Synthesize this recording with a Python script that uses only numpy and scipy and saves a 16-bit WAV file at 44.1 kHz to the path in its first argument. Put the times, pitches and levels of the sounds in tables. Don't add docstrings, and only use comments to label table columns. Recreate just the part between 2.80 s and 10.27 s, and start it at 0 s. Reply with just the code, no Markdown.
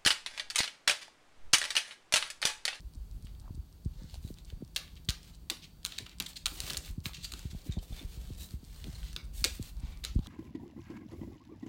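import sys
import numpy as np
from scipy import signal
from scipy.fft import rfft, irfft
from scipy.io import wavfile
from scipy.ndimage import uniform_filter1d

SR = 44100
rng = np.random.default_rng(int(sys.argv[2]) if len(sys.argv) > 2 else 0)


def inscribe(sig):
    pcm = np.round(np.clip(np.atleast_2d(sig).T, -1, 1) * 32767)
    wavfile.write(sys.argv[1], SR, pcm.astype(np.int16))


def decibels_to_gain(level_db):
    exponent = np.asarray(level_db, float) / 20
    return 10 ** exponent


N = 329532


def unit(x):
    return x / np.sqrt(np.mean(x ** 2))


def curve(table):
    rows = np.array(table)
    return np.interp(np.arange(N) / SR, rows[:, 0], rows[:, 1])


def response(points, size=N):
    hz, db = np.transpose(points)
    bins_hz = np.fft.rfftfreq(size, 1 / SR) + 1
    return decibels_to_gain(np.interp(np.log(bins_hz), np.log(hz), db))


def coloured(points):
    return unit(irfft(rfft(rng.standard_normal(N)) * response(points), N))


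def band(x, hz, width_hz):
    return signal.lfilter(*signal.iirpeak(hz, hz / width_hz, SR), x)


def walk(rate_hz):
    hold = int(SR / rate_hz)
    steps = np.repeat(rng.standard_normal(N // hold + 1), hold)
    return unit(uniform_filter1d(uniform_filter1d(steps, hold), hold)[:N])


def add(out, s, sound):
    i = min(max(int(s * SR), 0), len(out))
    out[i:i + len(sound)] += sound[:len(out) - i]


# pitch_hz, level_db (per Hz)
AIR_COLOUR = [(60, -36), (120, -10.5), (160, 4), (210, -7.5), (320, -10.5), (500, -19), (1000, -20.5),
              (2000, -29.5), (4000, -28), (8000, -30), (16000, -24)]


def room_hiss(level_db=-60):
    return decibels_to_gain(level_db) * coloured(AIR_COLOUR)


def port_hiss(hz=4590, width_hz=130, level_db=-80.5):
    noise = rng.standard_normal(N)
    return decibels_to_gain(level_db) * unit(band(band(noise, hz, width_hz), hz, width_hz))


# start_s, end_s, pitch_hz, level_db
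LENS_WHINES = [
    (2.04, 2.28, 12780, -76),
    (7.14, 7.38, 12800, -78),
]


def whine(fade_s=0.01):
    t = np.arange(N) / SR
    out = np.zeros(N)
    for start, end, hz, db in LENS_WHINES:
        fade = np.clip(np.minimum(t - start, end - t) / fade_s, 0, 1)
        out += decibels_to_gain(db) * fade * np.sin(2 * np.pi * hz * t)
    return out


FOCUS_BEATS = [2, 8, 11, 14, 20, 26, 32, 38, 44, 50, 104, 110, 116, 122, 128, 139, 146]
# peak_db, ring_hz, brightness_db
FOCUS_CLICKS = [
    (-45.5, 5200, -1.5),
    (-50.5, 4900, 5.5),
]
FOCUS_START_S, FOCUS_BEAT_S, FOCUS_GAP_S = 0.049, 0.05, 0.0048
STEADY_BEATS = [0, 3, 9, 12, 15, 18, 21, 40, 41, 47, 50, 51, 54, 57, 58, 62, 68, 70]
# peak_db, ring_hz, brightness_db
STEADY_CLICK = (-44.5, 5100, -3)
STEADY_START_S, STEADY_BEAT_S = 0.0058, 0.1024


def motors(ring_s=0.0002, crack_s=0.00019, crack_hz=8500, scatter_db=-1.5):
    clicks = [(FOCUS_START_S + beat * FOCUS_BEAT_S + k * FOCUS_GAP_S, *click)
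              for beat in FOCUS_BEATS for k, click in enumerate(FOCUS_CLICKS)]
    clicks += [(STEADY_START_S + beat * STEADY_BEAT_S, *STEADY_CLICK) for beat in STEADY_BEATS]
    out, t = np.zeros(N), np.arange(-40, 40) / SR
    for (s, db, hz, bright_db), c in zip(clicks, rng.standard_normal(len(clicks))):
        ring = np.sin(2 * np.pi * hz * t) * np.exp(-(t / ring_s) ** 2)
        crack = decibels_to_gain(bright_db) * np.cos(2 * np.pi * crack_hz * t) * np.exp(-(t / crack_s) ** 2)
        add(out, s + t[0], decibels_to_gain(db + scatter_db * c) * (ring + crack))
    return out


# time_s, level_db
GRIP_LEVEL = [(0.0, -50), (0.25, -50.5), (0.77, -50.5), (1.04, -57), (1.27, -49.5), (1.77, -57),
              (2.18, -54.5), (2.7, -58), (3.64, -56.5), (3.99, -51), (5.22, -56), (5.43, -48), (5.82, -54),
              (6.12, -50.5), (6.24, -49), (6.62, -50), (6.99, -49.5), (7.47, -48.5)]
# pitch_hz, level_db (per Hz)
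GRIP_COLOUR = [(12, -48), (25, -7), (42, 5.5), (65, 2.5), (110, -9.5), (200, -19), (400, -41.5),
               (900, -52.5)]


def grip():
    lumps_db = 2.5 * walk(33) + 0.6 * walk(6)
    return decibels_to_gain(curve(GRIP_LEVEL) + 3.0 + lumps_db) * coloured(GRIP_COLOUR)


# centre_s, peak_db, pitch_hz, direction (1 or -1)
WRIST_SWAYS = [(.034, -39.5, 49, 1), (.07, -43, 50, 1), (6.815, -37, 90, 1), (3.23, -42, 100, -1),
               (1.165, -44, 121, 1), (.174, -37.5, 80, -1), (.368, -35.5, 58, 1), (.457, -37.5, 67, -1),
               (.66, -41, 49, 1), (.7985, -31.5, 71.5, -1), (1.34, -39, 72, -1), (3.988, -42, 64, -1),
               (4.0997, -38, 71.5, -1), (5.116, -35, 62, -1), (5.528, -36, 48, -1), (5.612, -38, 58, 1),
               (6.142, -38, 93, 1), (6.241, -32, 51.7, -1), (6.3445, -37, 51, 1), (6.445, -41, 62, 1),
               (6.5516, -37.5, 58, 1), (6.595, -38.5, 50, 1), (6.7156, -37.5, 62, -1), (6.976, -35, 57, 1),
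               (7.103, -37, 47.7, 1), (7.195, -38, 45, -1), (7.305, -38, 45, 1)]


def sways(cycles=0.86):
    out, t = np.zeros(N), np.arange(-3000, 3000) / SR
    for s, db, hz, direction in WRIST_SWAYS:
        swing = np.exp(-(t * hz / cycles) ** 2) * np.cos(2 * np.pi * hz * t)
        add(out, s + t[0], np.sign(direction) * decibels_to_gain(db) * swing)
    return out


# largest_swing_s, peak_db, pitch_hz
FINGER_PRESSES = [(0.162, -38.5, 76), (0.447, -37.5, 128), (0.7098, -31.5, 98), (1.0622, -24, 111),
                  (1.451, -31.5, 119), (1.507, -37, 227), (1.7323, -37, 80), (1.826, -33, 218),
                  (2.291, -24, 107), (4.1076, -32, 69), (4.1829, -29, 143), (4.2648, -32, 146),
                  (4.6565, -28.5, 110), (4.897, -24.5, 109), (4.9735, -25.5, 127), (5.1266, -31.5, 65.6),
                  (5.3767, -35, 98), (5.507, -37.5, 205), (6.0714, -39.5, 190), (6.7995, -30.5, 187),
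                  (7.3632, -17, 83), (7.3924, -25.5, 158)]
# largest_swing_s, peak_db, pitch_hz
FINGER_RELEASES = [(1.7375, -36, 61), (0.7474, -40, 145), (0.7805, -34, 90), (1.222, -42.5, 170),
                   (1.2449, -39, 137), (3.8397, -36, 91), (4.734, -35, 100), (4.7555, -33, 68.6),
                   (4.75, -33.5, 124), (5.111, -34, 85), (4.9812, -26.5, 86.6), (5.2513, -30.5, 66),
                   (5.742, -31, 101), (5.8339, -42.5, 188), (6.0835, -35.5, 163), (6.0957, -33.5, 104),
                   (6.625, -30.5, 74), (7.0383, -29.5, 72.5), (7.0531, -36, 73.5)]
ROLL_LEAD_S, ROLL_DB = 0.0153, -26


def thumps(glide_s=0.0038, low_share=0.36, rise_s=0.0026, fade_s=0.015, slap_s=0.0016, slap_db=-12,
           abrupt=1.26, shorter=0.67):
    rolls = [(s - ROLL_LEAD_S, db + ROLL_DB, hz) for s, db, hz in FINGER_PRESSES]
    jolts = [(*row, 1) for row in FINGER_PRESSES]
    jolts += [(*row, -1) for row in list(FINGER_RELEASES) + rolls]
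    out, t = np.zeros(N), np.arange(-441, 4000) / SR
    for s, db, hz, direction in jolts:
        glide = glide_s * (1 - np.exp(-t / glide_s))
        turns = 1.345 * hz * (low_share * t + (1 - low_share) * glide)
        rise = np.exp(-(t / rise_s) ** 2)
        fade = np.exp(-np.abs(t / fade_s * (hz / 130) ** shorter) ** abrupt)
        swings = np.where(t < 0, rise, fade) * np.cos(2 * np.pi * turns)
        lead = t + 0.435 / hz
        slap = -decibels_to_gain(slap_db) * np.exp(-(lead / slap_s) ** 2) * np.cos(2 * np.pi * 2.0 * hz * lead)
        add(out, s + t[0], np.sign(direction) * decibels_to_gain(db) * (swings + slap))
    return out


# centre_s, peak_db, pitch_hz
HOLLOW_KNOCKS = [(.680, -45, 1000), (.697, -52, 800), (4.295, -46.5, 800), (4.8914, -42, 240),
                 (7.3591, -31, 168), (7.241, -48, 1500), (7.462, -43.5, 1200), (1.343, -44.5, 720),
                 (1.358, -50, 700), (1.47, -48, 294), (1.474, -56, 650), (1.727, -45.5, 400),
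                 (1.811, -39.5, 200), (1.775, -44, 150), (3.906, -42.5, 600), (3.909, -34, 1300),
                 (4.539, -43, 1010), (4.719, -52, 1500), (4.749, -48, 650), (4.969, -43, 590),
                 (4.981, -42.5, 700), (5.029, -49, 603), (5.125, -50, 650), (7.391, -46, 900)]


def knocks(cycles=0.74):
    out, t = np.zeros(N), np.arange(-200, 200) / SR
    for s, db, hz in HOLLOW_KNOCKS:
        add(out, s + t[0], decibels_to_gain(db) * np.exp(-(t * hz / cycles) ** 2) * np.cos(2 * np.pi * hz * t))
    return out


# start_s, level_db, floor_ring_hz
PAD_THUDS = [(2.001, -68, 292), (2.706, -45.5, 296), (3.2, -51.5, 282), (3.401, -42.5, 194),
             (3.717, -52, 297), (3.905, -42, 129), (4.379, -42.5, 142), (4.526, -47.5, 280),
             (5.211, -44, 240), (4.86, -50, 273), (5.601, -52, 235), (6.043, -43.5, 194),
             (6.647, -42.5, 298), (6.645, -46, 504), (7.238, -57.5, 480), (6.36, -55, 350)]


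def pads(rise_s=0.0012, fade_s=0.025, width=0.56):
    out, t = np.zeros(N), np.arange(6000) / SR
    swell = (1 - np.exp(-(t / rise_s) ** 2)) * np.exp(-t / fade_s)
    for (s, db, hz), c in zip(PAD_THUDS, rng.standard_normal((len(PAD_THUDS), len(t)))):
        floor = unit(band(band(c, hz, width * hz), hz, width * hz))
        add(out, s, decibels_to_gain(db) * swell * floor)
    return out


# start_s, end_s, level_db, rasp_hz
NAIL_DRAGS = [(.44, 0.515, -67.5, 3300), (1.108, 1.356, -64.5, 3780), (1.55, 1.617, -66, 3720),
              (2.053, 2.153, -69, 3580), (2.159, 2.185, -57, 3140), (2.528, 2.573, -64.5, 4000),
              (2.815, 2.864, -51.5, 3340), (3.07, 3.213, -53, 3380), (3.259, 3.272, -49, 2860),
              (3.282, 3.349, -59.5, 2720), (3.46, 3.469, -37.5, 4000), (3.556, 3.573, -45, 4270),
              (3.566, 3.578, -42, 3600), (4.332, 4.4, -54.5, 3180), (4.339, 4.363, -46.5, 3950),
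              (4.366, 4.379, -53, 3540), (7.0, 7.15, -64.5, 3580), (4.425, 4.46, -49, 7000),
              (4.433, 4.461, -46, 4400), (3.558, 3.573, -55, 7200), (4.387, 4.442, -56.5, 3900),
              (4.426, 4.47, -53, 3650), (4.46, 4.506, -60, 4000), (4.696, 4.728, -55, 4460),
              (4.903, 4.95, -56, 4100), (6.232, 6.333, -59.5, 3830), (7.418, 7.516, -59, 3400)]
# start_s, end_s, level_db, brightness_db
FUR_SWEEPS = [(1.276, 1.393, -67, 3), (1.4, 1.556, -71, 14), (1.657, 1.731, -63.5, -4),
              (2.402, 2.534, -61, -1), (3.474, 3.512, -60.5, 11), (3.475, 3.54, -58.5, 1),
              (3.663, 3.79, -58.5, 12), (3.748, 4.004, -46, 1.5), (4.015, 4.11, -53, 4.5),
              (4.234, 4.298, -52.5, 8), (4.46, 4.712, -57, 0.5), (4.7, 4.853, -62, 1.5),
              (4.841, 4.89, -60, 8.5), (5.002, 5.063, -62.5, 8.5), (5.038, 5.29, -61, 6.5),
              (5.267, 5.381, -59.5, 5), (5.337, 5.597, -61, 2.5), (5.57, 5.674, -58, 12),
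              (5.665, 5.773, -66, 8.5), (5.772, 6.033, -67, 6), (5.913, 6.402, -60, 2),
              (6.527, 6.646, -58.5, 13.5), (6.692, 6.798, -58.5, 7.5), (6.801, 6.917, -56, 5)]
# start_s, end_s, level_db, rasp_hz
TOY_RUBS = [(0.6, 0.72, -67, 840), (3.675, 4.092, -60, 296), (4.485, 5.86, -69.5, 418),
            (4.868, 4.967, -61.5, 2370), (5.117, 5.266, -63, 2340), (5.136, 5.252, -63, 2900),
            (6.362, 6.41, -67, 2484), (6.948, 7.213, -63.5, 920), (6.97, 7.22, -62.5, 2280),
            (7.385, 7.52, -64, 820), (1.15, 1.3, -70, 1820), (2.296, 3.557, -78, 290),
            (5.748, 6.996, -74.5, 414), (6.067, 6.075, -59, 700), (5.842, 6.35, -71, 2030)]
# start_s, end_s, level_db, rasp_hz
WET_SQUEAKS = [(4.921, 4.927, -42.5, 3730), (4.986, 5.0, -55.5, 3100), (4.985, 4.996, -55, 4350),
               (4.93, 4.985, -63, 3500), (4.43, 4.463, -49, 4480), (7.258, 7.272, -57, 4030),
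               (1.158, 1.27, -64.5, 514), (5.586, 5.655, -57.5, 3900), (3.561, 3.578, -47.5, 4220),
               (5.127, 5.134, -54.5, 3500), (5.165, 5.222, -59, 3500), (6.361, 6.424, -60, 2200),
               (7.25, 7.285, -60, 1340), (1.42, 1.513, -69, 3900), (6.148, 6.17, -55.5, 4040)]
# rasp_width (share of its pitch), body_db, squeak_db
RUB_TONE = (.55, -13, -5)
SQUEAK_TONE = (0.082, -19.5, -4)


def scuffs(grain_db=2.0, edge=0.68, dull_db=-38):
    # start_s, end_s, level_db, brightness_db, rasp_hz, then the three of a tone
    strokes = [(a, b, db, -9, hz, 0.78, -39, -6) for a, b, db, hz in NAIL_DRAGS]
    strokes += [(*row, 3470, 1, -8.5, -19) for row in FUR_SWEEPS]
    strokes += [(a, b, db, dull_db, hz, *RUB_TONE) for a, b, db, hz in TOY_RUBS]
    strokes += [(a, b, db, dull_db, hz, *SQUEAK_TONE) for a, b, db, hz in WET_SQUEAKS]
    out = np.zeros(N)
    grit = rng.standard_normal((3, N)) * decibels_to_gain(grain_db * walk(300))
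    hiss, body = unit(band(grit[0], 15300, 13200)), unit(band(grit[1], 830, 890))
    slips = rng.standard_normal(N) * decibels_to_gain(6 * walk(90))
    for a, b, db, bright_db, hz, width, body_db, squeak_db in strokes:
        span = slice(int(a * SR), min(int(b * SR), N))
        u = (np.arange(span.start, span.stop) / SR - a) / (b - a)
        swell = np.sin(np.pi / 2 * np.clip(np.minimum(u, 1 - u) / edge, 0, 1)) ** 0.74
        rasp = unit(band(band(grit[2, span], hz, width * hz), hz, 2 * width * hz))
        overtone = 0.5 * band(slips[span], 1.64 * hz, hz / 5)
        squeak = unit(band(slips[span], hz, hz / 10) + overtone)
        stroke = rasp + decibels_to_gain(squeak_db) * squeak + decibels_to_gain(bright_db) * hiss[span] + decibels_to_gain(body_db) * body[span]
        out[span] += decibels_to_gain(db) * swell * stroke
    return out


# pitch_hz, width_hz, early_db, early_t60_s, late_db, late_t60_s
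ROOM_BANDS = [(700, 1390, -34, 0.19, -42, 0.42), (1970, 2570, -12, 0.0098, -44, 0.38),
              (4000, 640, -10.5, 0.0063, -52, 0.3), (7700, 6200, -16.5, 0.012, -36, 0.28),
              (13100, 3400, -60, 0.0095, -37.5, 0.3)]


def room(x, count=12, step_s=0.2):
    t = np.arange(int(SR / 2)) / SR
    lumps = decibels_to_gain(walk(500)[:count * len(t)].reshape(count, -1))
    echoes = rng.standard_normal((count, len(t))) * lumps
    build = 1 - np.exp(-(t / 0.003) ** 2)
    tail = 0
    for hz, width_hz, early_db, early_t60, late_db, late_t60 in ROOM_BANDS:
        shape = decibels_to_gain(early_db - 60 * t / early_t60) + decibels_to_gain(late_db - 60 * t / late_t60)
        tail = tail + shape * band(echoes, hz, width_hz)
    step = int(step_s * SR)
    padded, fade = np.pad(x, (step, 2 * step)), np.sqrt(np.hanning(2 * step))
    wet = np.zeros(len(padded))
    for k in range(N // step + 2):
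        piece = padded[k * step:(k + 2) * step] * fade
        add(wet, (k * step + 0.5) / SR, signal.fftconvolve(piece, build * tail[k % count]))
    return wet[step:step + N]


# start_s, peak_db, ring_hz, brightness_db
FIRST_CLAWS = [(1.9619, -20.5, 3100, -2), (2.2883, -20.5, 3380, -17), (2.6999, -18.5, 3780, -7.5),
               (3.0503, -16.5, 3750, -5.5), (3.122, -35, 3920, -12), (3.1235, -34, 3000, -17),
               (3.1862, -20, 4000, -7), (3.401, -15.5, 4040, -1), (3.4654, -34, 3900, 1),
               (3.6581, -14, 4000, -4), (3.8036, -19.5, 4180, -0.5), (3.9002, -22, 3300, -6),
               (3.9336, -20.5, 5070, -3), (3.9468, -27.5, 3200, -19), (3.9705, -21, 4190, -5),
               (4.2571, -26, 3700, -18), (4.3346, -34, 3660, -11), (4.5222, -31, 4060, -2),
               (4.5932, -35, 6600, -3), (6.0422, -31, 3470, -8), (6.3635, -26, 4020, -14.5),
               (6.3643, -30.5, 3600, -15), (6.642, -11.5, 4660, -12), (6.8268, -32, 7200, -4),
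               (7.241, -28.5, 3920, -8), (7.4707, -37, 3260, -9)]
# start_s, peak_db, ring_hz, brightness_db
OTHER_TOES = [(1.9638, -17, 3620, -7.5), (1.9671, -20, 4000, -9), (1.9698, -38, 3770, -6),
              (1.9781, -27.5, 3940, -7), (2.2908, -17.5, 3800, -9.5), (2.2967, -18.5, 4460, -12),
              (2.3049, -21.5, 3700, -2.5), (2.701, -25.5, 4000, -15), (2.7032, -21.5, 3260, -2),
              (3.0461, -38, 3430, -2), (3.0513, -21, 3940, -4), (3.0616, -21, 3530, -2.5),
              (3.1823, -29, 4400, -5), (3.1849, -30, 4000, -9), (3.4059, -22.5, 2840, -11),
              (3.4234, -28, 5100, -1), (3.6596, -13.5, 3740, -6), (3.6655, -16.5, 3640, -8),
              (3.9043, -22.5, 4670, -4), (3.9054, -29.5, 4000, -8), (3.9749, -21, 4130, 9),
              (3.9723, -26, 4200, -1), (4.2635, -28, 3820, -7), (4.5198, -31, 4130, -5),
              (4.5376, -25.5, 4000, -6), (6.6428, -11, 4190, -4), (6.6469, -12.5, 7140, -2),
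              (6.6469, -15.5, 3900, -16), (6.6506, -23, 3930, -10), (7.2369, -40, 3000, -20),
              (7.2394, -33, 4000, -9), (7.2498, -20.5, 3970, -6)]
# start_s, peak_db, ring_hz
LIGHT_TOUCHES = [(0.4248, -46.5, 5500), (0.47, -44.5, 2800), (0.5506, -52, 3340), (1.487, -47, 3930),
                 (1.2984, -45, 4260), (1.3095, -49, 4100), (1.3428, -37, 4000), (1.4607, -59, 3800),
                 (1.4769, -44, 3950), (1.586, -43.5, 3730), (1.702, -42, 2980), (1.878, -48.5, 5540),
                 (1.884, -73, 4070), (2.0798, -45.5, 3020), (2.431, -44, 5100), (2.7703, -42, 4200),
                 (3.0318, -44, 4480), (3.2652, -37, 2600), (3.2521, -51, 3000), (3.2948, -39, 4220),
                 (3.3852, -42, 4770), (3.5331, -41, 4200), (3.682, -29, 3240), (4.0787, -40, 2440),
                 (4.111, -43, 8300), (4.7138, -38, 4400), (5.1655, -41.5, 3150), (5.7083, -40, 4600),
                 (5.689, -49, 3800), (5.719, -48, 5500), (1.574, -54, 3000), (6.2311, -38, 3170),
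                 (6.3304, -37.5, 5500), (6.3333, -44, 4300), (6.4418, -48, 5000), (6.8468, -46, 4200),
                 (6.2512, -46, 4000)]
# start_s, peak_db, ring_hz
TOY_RATTLES = [(.137, -49, 5000), (.4585, -53, 3780), (.494, -56, 3300), (.616, -54, 3600),
               (1.331, -54, 4200), (1.3545, -42, 4020), (1.370, -51, 4000), (1.4285, -51, 5000),
               (1.441, -51, 3600), (1.981, -42, 3800), (2.7148, -33, 4500), (2.721, -45, 2600),
               (2.730, -49, 3800), (2.738, -45, 3100), (3.779, -39, 3520), (3.846, -40, 4100),
               (4.2579, -26, 2550), (3.911, -40, 2000), (4.049, -36, 3830), (4.439, -43, 4730),
               (4.450, -31.5, 3800), (5.150, -54, 2750), (3.0672, -31, 4100), (3.557, -54, 2200),
               (7.051, -53, 4460), (7.392, -46.5, 4000), (7.446, -48, 5500), (6.6542, -31, 3300),
               (6.6605, -29, 4230)]
# start_s, knock_db (re the tick), knock_hz
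PAW_WEIGHTS = [(0, -18, 1600), (1.95, -46, 2260), (2.28, -23, 1960), (2.69, -21, 1600), (3.04, -18.5, 1530),
               (3.17, -16, 1530), (3.39, -18.5, 1210), (3.65, -14.5, 1370), (3.79, -17.5, 1530),
               (3.89, -13, 1580), (3.96, -21, 1170), (4.25, -19, 1380), (4.51, -12.5, 1480),
               (6.35, -14.5, 1640), (6.63, -21, 1280), (7.23, -17.5, 1500)]
TOUCH_BRIGHT_DB, TOUCH_DB_PER_OCTAVE = -7, 7
MIRROR_S, MIRROR_SPREAD, MIRROR_DB = 0.0007, 0.2, -12


def claws(contact_s=0.00019, ring_s=0.00075, crack_s=0.00026, knock_s=0.0011, spread=0.45):
    ticks = list(FIRST_CLAWS) + list(OTHER_TOES)
    for s, db, hz in list(LIGHT_TOUCHES) + list(TOY_RATTLES):
        ticks.append((s, db, hz, TOUCH_BRIGHT_DB + TOUCH_DB_PER_OCTAVE * np.log2(hz / 4000)))
    out, t = np.zeros((2, N)), np.arange(400) / SR
    paws = np.array(PAW_WEIGHTS)
    chance = rng.standard_normal((len(ticks), 403))

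    def tone(hz, phase=0):
        return np.sin(2 * np.pi * hz * t + phase)

    def fade(s):
        return np.exp(-(t / s) ** 2)

    rise = 1 - fade(contact_s)
    for (s, db, hz, bright_db), c in zip(ticks, chance):
        _, knock_db, knock_hz = paws[max(np.searchsorted(paws[:, 0], s) - 1, 0)]
        ring = tone(hz) + decibels_to_gain(-5) * tone(hz * (0.702 + c[0] / 30), c[1])
        ring += decibels_to_gain(bright_db - 0.5) * tone(min(1.72 * hz, 12000), c[0])
        crack = decibels_to_gain(bright_db + 7.0) * tone(10220, c[1]) * fade(crack_s)
        crack += decibels_to_gain(bright_db / 2 - 7.5) * tone(14800) * fade(1.7 * crack_s)
        grit = decibels_to_gain(bright_db - 0.5) * unit(band(c[2:402], 8500, 8500)) * np.exp(-t / 0.001)
        knock = decibels_to_gain(knock_db + 2.5) * tone(knock_hz) * np.exp(-t / knock_s)
        near = rise * (ring * fade(ring_s) + crack + grit + knock)
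        side = rise * (ring * fade(ring_s * spread) / spread + decibels_to_gain(1.5) * crack + knock)
        gain = decibels_to_gain(db + 3.0) / np.abs(near).max()
        start = s - 0.0003
        mirror_delay = MIRROR_S * np.exp(MIRROR_SPREAD * c[-1])
        add(out[0], start, gain * near)
        add(out[0], start + mirror_delay, gain * decibels_to_gain(MIRROR_DB) * near)
        add(out[1], start, gain * side)
    return out


# pitch_hz, gain_db
MIC_COLOUR = [(300, 0), (1000, -2.5), (2000, -2), (3000, 0), (4300, 1.5), (5200, -2), (7500, -1.5),
              (9400, -3), (10400, -9), (11500, -6), (16000, -6)]


def scene():
    ticks, sideways = claws()
    rubbing = scuffs()
    air = ticks + motors() + rubbing + room(sideways + rubbing) + room_hiss()
    heard = irfft(rfft(air) * response(MIC_COLOUR), N)
    handling = thumps() + sways() + grip()
    return (heard + whine() + handling + port_hiss() + pads() + knocks())[None]


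def top_cut(x):
    return signal.sosfilt(signal.butter(12, 16820, fs=SR, output="sos"), x)


def record(dry):
    low_pass = signal.ellip(6, 0.3, 30, 15900, fs=SR, output="sos")
    cut = signal.sosfilt(low_pass, dry)
    return top_cut(cut)


dry = scene()
out = record(dry)
inscribe(out)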